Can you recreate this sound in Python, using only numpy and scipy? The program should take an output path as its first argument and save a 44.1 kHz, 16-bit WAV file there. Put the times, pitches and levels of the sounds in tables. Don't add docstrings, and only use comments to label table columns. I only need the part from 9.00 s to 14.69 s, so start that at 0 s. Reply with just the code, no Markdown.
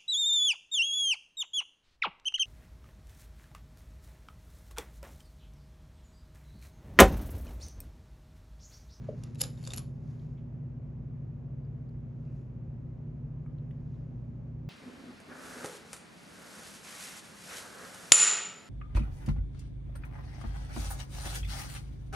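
import sys
import numpy as np
from scipy import signal
from scipy.fft import rfft, irfft, next_fast_len
from scipy.io import wavfile

SR = 44100
rng = np.random.default_rng(int(sys.argv[2]) if len(sys.argv) > 2 else 0)


def int16_out(signal):
    q = np.round(np.clip(np.atleast_2d(signal).T, -1, 1) * 32767)
    wavfile.write(sys.argv[1], SR, q.astype(np.int16))


N = 250929
TIME = np.arange(N) / SR
CUTOFF_HZ = 12400

# f/Hz, density/dB per Hz
WOOD_SPECTRUM = [(200, -3), (600, -4.5), (1400, -5.5), (2100, -8), (2700, -4), (3500, -5), (5000, -2.5),
                 (6100, -4.5), (7200, -0.5), (8300, 0.5), (9300, -1), (11200, -5.5), (12200, -18.5)]
# f/Hz, likeness/0-1
NEAR_ALIKE = [(300, 0.45), (1200, 0.75), (3300, 1), (5500, 0.926), (12000, 0.99)]


def from_db(db):
    return 10 ** (np.asarray(db) / 20)


def rms_one(x):
    return x / np.sqrt(np.mean(x ** 2) + 1e-20)


def at_hz(points, hz):
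    known_hz, values = np.transpose(points)
    return np.interp(np.log(hz + 1), np.log(known_hz), values)


def drift(rate_hz):
    knots = rng.standard_normal(4096)
    return np.interp(TIME * rate_hz, np.arange(len(knots)), knots)


def noise(spectrum, likeness, tilt_db_per_octave=0, size=N):
    padded = next_fast_len(size, True)
    hz = np.arange(padded // 2 + 1) * SR / padded
    mid, side = rfft(rng.standard_normal((2, padded)))
    alike = np.clip(at_hz(likeness, hz), -1, 1)
    tilt_db = tilt_db_per_octave * np.log2(np.maximum(hz, 1500))
    gain = from_db(at_hz(spectrum, hz) + tilt_db) * (hz < CUTOFF_HZ)
    left_right = np.sqrt(1 + alike) * mid + np.sqrt(1 - alike) * side * [[1], [-1]]
    return rms_one(irfft(gain * left_right, padded)[:, :size])


def rising(rise_s, size):
    return 1 - np.exp(-(TIME[:size] / rise_s) ** 2)


def dying(t60_s, size):
    return from_db(-60 * TIME[:size] / t60_s)


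def ring(hz, t60_s, size):
    return np.sin(2 * np.pi * hz * TIME[:size]) * dying(t60_s, size)


def add(out, s, sound):
    start = max(int(s * SR), 0)
    out[:, start:start + sound.shape[-1]] += sound[..., :N - start]


def stroke(peak_s, level_db, attack_s, release_s, range_db=20):
    away = np.maximum((peak_s - TIME) / attack_s, (TIME - peak_s) / release_s)
    return from_db(level_db - range_db * away)


def ventilation(air_db=-45.5, deep_hz=88, deep_db=0.72, growth_db_per_s=0.65, wander_db=0.9):
    # f/Hz, density/dB per Hz
    air = [(15, -31.5), (27, -18), (38, -9), (52, -1.5), (70, -3.5), (105, 0.5), (125, -3.5), (139, 5),
           (155, 0.5), (180, -3.5), (230, -6), (280, -11.5), (340, -14.5), (385, -17), (420, -17.5),
           (480, -21.5), (560, -20.5), (700, -27.5), (1000, -32.5), (1500, -39), (2500, -44.5),
           (3500, -54.5), (5000, -59.5), (7000, -60), (9500, -66.5), (12000, -67)]
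    # f/Hz, likeness/0-1
    air_alike = [(60, .985), (130, .91), (220, .7), (350, .6), (640, .52), (1200, .35), (2500, .15),
                 (3500, .45), (5000, .93), (12000, .9)]
    # f/Hz, rms level ahead of the deep gain/dB, waver/dB
    tones = [(57.7, -54.5, 0.5), (119.8, -45, 0), (137.2, -48.5, 5), (150.54, -48.5, 2),
             (239.9, -55, -0.98), (357, -70.5, 1)]
    out = from_db(air_db) * noise(air, air_alike)
    for hz, level_db, waver_db in tones:
        phase = 2 * np.pi * (hz * TIME + rng.random())
        peak = np.sqrt(2) * from_db(level_db + waver_db * drift(2.4))
        out = out + peak * np.sin(phase)
    lowpass = signal.butter(4, deep_hz, fs=SR, output="sos")
    deep = signal.sosfiltfilt(lowpass, out)
    surge_db = growth_db_per_s * (TIME - TIME.mean()) + wander_db * drift(1.6)
    return out + (from_db(deep_db + surge_db) - 1) * deep


def sleeves(grain_db=1.8):
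    # peak t/s, level/dB, attack/s, release/s, brightness/dB per octave
    movements = [(.08, -68, .6, .22, -1), (.25, -66, .22, .21, 0.5), (.6, -71, .8, .3, 0.5),
                 (1.11, -74, .33, 0.23, 1.5), (1.22, -76, .25, 0.32, 2), (3.27, -83, .3, 0.18, 0.5),
                 (3.38, -81.5, .25, 0.18, 4.5), (4.92, -80.5, .55, .9, -0.5)]
    # f/Hz, density/dB per Hz
    cloth = [(400, -4), (1000, 8), (2000, 5), (3200, -1), (5000, -1), (7000, -2.5), (11000, -10),
             (12200, -16.5)]
    swish = np.zeros((2, N))
    for *movement, bright_db in movements:
        swish += stroke(*movement) * noise(cloth, NEAR_ALIKE, bright_db)
    return swish * from_db(grain_db * drift(300))


def knock(swell_s=0.0056, size=16384):
    # t/s, level/dB
    hits = [(0.0861, -20.5), (.124, -38), (.134, -39)]
    # f/Hz, level/dB, t60/s
    modes = [(429, -10, 0.08), (554, -13.5, 0.07), (593, 5.5, 0.031), (1114, -23.5, .025)]
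    sound = rising(swell_s, size) * sum(from_db(db) * ring(hz, t60_s, size) for hz, db, t60_s in modes)
    out = np.zeros((2, N))
    for s, level_db in hits:
        add(out, s, from_db(level_db) * sound)
    return out


def pile(force, plain_db=-1, contact_db=1.4, width_hz=100):
    # f/Hz, level/dB
    bending = [(2690, -7), (3020, -6), (3670, -2), (4450, -4), (4620, -7), (5090, -4), (5370, -7),
               (6960, -1.5), (7190, -0.5), (7520, -5), (11030, -0.5), (11420, -.5)]
    out = from_db(plain_db) * force
    for hz, db in bending:
        b, a = signal.iirpeak(hz, hz / width_hz, fs=SR)
        drive = force * from_db(db + contact_db * drift(50))
        out = out + signal.lfilter(b, a, drive + 1e-18)
    return out


def stick_clicks(crack_db=3.0, crack_t60_s=0.016, rise_s=0.0003, size=4096):
    # t/s, base level/dB, crack brightness/dB per octave, ring f/Hz, ring over base/dB, ring t60/s
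    contacts = [(0.236, -47, 0, 5830, -5, 0.02), (0.3473, -56.5, 0, 5130, -9, 0.018),
                (0.3549, -52.5, -4, 3860, -5.5, 0.032), (.3905, -54, 0.5, 6960, -3.5, .015),
                (.4015, -45, 1, 7000, -2.5, .015), (0.4071, -33, 3.5, 7040, 2.5, 0.02),
                (0.4092, -30.5, 4.5, 4640, -2, 0.02), (0.4124, -30, 0, 2695, -4.5, 0.015),
                (0.4136, -27, 3.5, 7100, 0, .016), (0.415, -26.5, 3.5, 5050, 5, 0.012),
                (0.416, -25, 3, 11070, 8.5, .007), (0.428, -42, 2, 5330, 0.5, .008),
                (0.4362, -35, 1, 7100, -1, .02), (0.4379, -39, -1.5, 3930, -2, 0.028),
                (0.4416, -45, -2, 2780, -4, .015), (0.449, -46.5, -1, 3480, -0.5, .025),
                (0.4665, -52, 1, 4600, -4.5, 0.018), (0.5758, -63, -5, 3730, 6, .025),
                (.627, -57, -0.5, 7100, 2, .02), (0.6388, -51.5, -2, 4420, 3.5, 0.023),
                (0.6508, -48, 0, 4450, 5, .022), (0.6528, -59, 1, 5370, -1.5, 0.025),
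                (0.6652, -49, -1, 3650, 1, .02), (0.6736, -37, -1.5, 7700, 5.5, 0.013),
                (0.7051, -44.5, -2, 3640, 9, 0.032), (0.712, -49, -4, 4700, -3, .02),
                (0.7187, -43.5, -5, 3640, -1, .018), (0.7349, -32.5, -0.5, 5640, -6.5, 0.012),
                (0.7418, -39, -1, 10500, -1, .015), (0.7617, -41.5, 8, 11360, 2, 0.022),
                (0.7732, -37.5, 1.5, 11340, 3, 0.013), (0.779, -38, 2, 4480, -3, 0.017),
                (0.7802, -40, -2, 10940, 7, 0.025), (0.783, -43.5, 3, 7210, 3.5, .024),
                (0.7911, -46, 2, 10160, 10, 0.022), (0.8006, -55, 0, 7160, 0, .015)]
    cracks, rings = np.zeros((2, 2, N))
    onset = rising(rise_s, size)
    for s, level_db, bright_db, hz, ring_db, t60_s in contacts:
        crack = noise(WOOD_SPECTRUM, NEAR_ALIKE, bright_db, size=size) * dying(crack_t60_s, size)
        add(cracks, s, from_db(level_db + crack_db) * crack * onset)
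        add(rings, s, from_db(level_db + ring_db) * ring(hz, t60_s, size) * onset)
    return pile(cracks) + rings


def stick_slide(grain_db=4.5, grains_per_s=800, skips_per_s=260, skip_db=-7, skip_t60_s=0.005, size=512):
    # peak t/s, level ahead of grain and pile/dB, attack/s, release/s, brightness/dB per octave
    slides = [(.414, -40, 0.023, 0.0023, 1), (.438, -52.5, 0.023, 0.044, -.5),
              (.658, -57.5, 0.12, 0.2, -1.5), (.785, -56.5, 0.25, 0.037, -0.5)]
    catches = rms_one(from_db(grain_db * drift(grains_per_s)))
    hits = (rng.random(N) < skips_per_s / SR) * rng.uniform(.5, 1, N)
    skips = rms_one(signal.fftconvolve(hits, dying(skip_t60_s, size))[:N])
    rubs = np.zeros((2, N))
    for *slide, bright_db in slides:
        rubs += stroke(*slide) * noise(WOOD_SPECTRUM, NEAR_ALIKE, bright_db)
    return pile(rms_one(catches + from_db(skip_db) * skips) * rubs)


def bottle_ticks(rise_share=0.06, size=16384):
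    # t/s, level/dB, band from f/Hz, band to f/Hz, t60/s, crisp edge against band/dB
    ticks = [(1.195, -63, 3200, 4900, 0.028, -12), (1.368, -68, 2100, 3700, .14, -25),
             (2.648, -74, 4450, 4750, .024, -18), (2.889, -70, 4400, 4750, .024, -4.5),
             (3.25, -76, 3590, 6000, .03, -20.5), (3.24, -75, 2450, 2750, 0.51, -30),
             (3.738, -81.5, 4000, 4990, 0.038, 6.5), (4.46, -53.5, 1050, 2250, .026, -25.5),
             (4.583, -68, 2850, 3100, .022, -25), (4.582, -68, 3750, 4180, .03, -22.5),
             (4.708, -57, 1950, 3600, 0.022, -12), (4.94, -74, 3850, 4150, .06, -22),
             (5.245, -83.5, 3990, 4990, 0.041, 6.5)]
    # f/Hz, density/dB per Hz
    crisp = [(5000, -23), (8000, 1.5), (11500, 0), (12400, -16)]
    out = np.zeros((2, N))
    for s, level_db, low_hz, high_hz, t60_s, crisp_db in ticks:
        fall_db = 7 * np.log2(low_hz / high_hz)
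        band = [(low_hz / 3, -30), (low_hz / 1.2, -18), (low_hz, 0),
                (high_hz, fall_db), (high_hz * 1.15, -28), (high_hz * 2, -50)]
        snap = noise(band, NEAR_ALIKE, size=size)
        snap = snap + from_db(crisp_db) * noise(crisp, NEAR_ALIKE, size=size)
        envelope = rising(rise_share * t60_s, size) * dying(t60_s, size)
        envelope_rms = np.sqrt(np.mean(envelope ** 2))
        add(out, s, from_db(level_db) * rms_one(snap * envelope) * envelope_rms)
    return out


def room(x, t60_s=0.25, build_s=0.006, size=22050):
    walls = [(300, 15.5), (1500, 6.5), (4000, -0.5), (7000, -4.0), (12000, -7.0)]  # f/Hz, dB per Hz
    alike = [(200, 1.0), (1200, 0.72), (3500, 1.0), (12000, 1.0)]  # f/Hz, likeness/0-1
    tail = noise(walls, alike, size=size) * dying(t60_s, size) * rising(build_s, size)
    tail = tail / np.sqrt(np.sum(tail ** 2) / 2)
    return signal.fftconvolve(x, tail, axes=1)[:, :N]


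def scene(room_db=-9, knock_room_db=-22):
    hum = ventilation()
    thud = knock()
    handling = sleeves() + stick_clicks() + stick_slide() + bottle_ticks()
    reflections = room(from_db(room_db) * handling + from_db(knock_room_db) * thud)
    return hum + handling + thud + reflections


def record(dry, size=4096):
    # f/Hz, right lag/rad
    port_phase = [(6850, 0), (7320, 1.7), (8300, 3.1), (9800, 3.3), (10700, 5), (11100, 5.9), (12400, 5.6)]
    right = np.pad(dry[1], size, "reflect", reflect_type="odd")
    lag = at_hz(port_phase, np.fft.rfftfreq(len(right), 1 / SR))
    right = irfft(rfft(right) * np.exp(-1j * lag), len(right))[size:-size]
    lowpass = signal.cheby2(14, 70, CUTOFF_HZ + 900, fs=SR, output="sos")
    return signal.sosfilt(lowpass, [dry[0], right])


dry = scene()
out = record(dry)
int16_out(out)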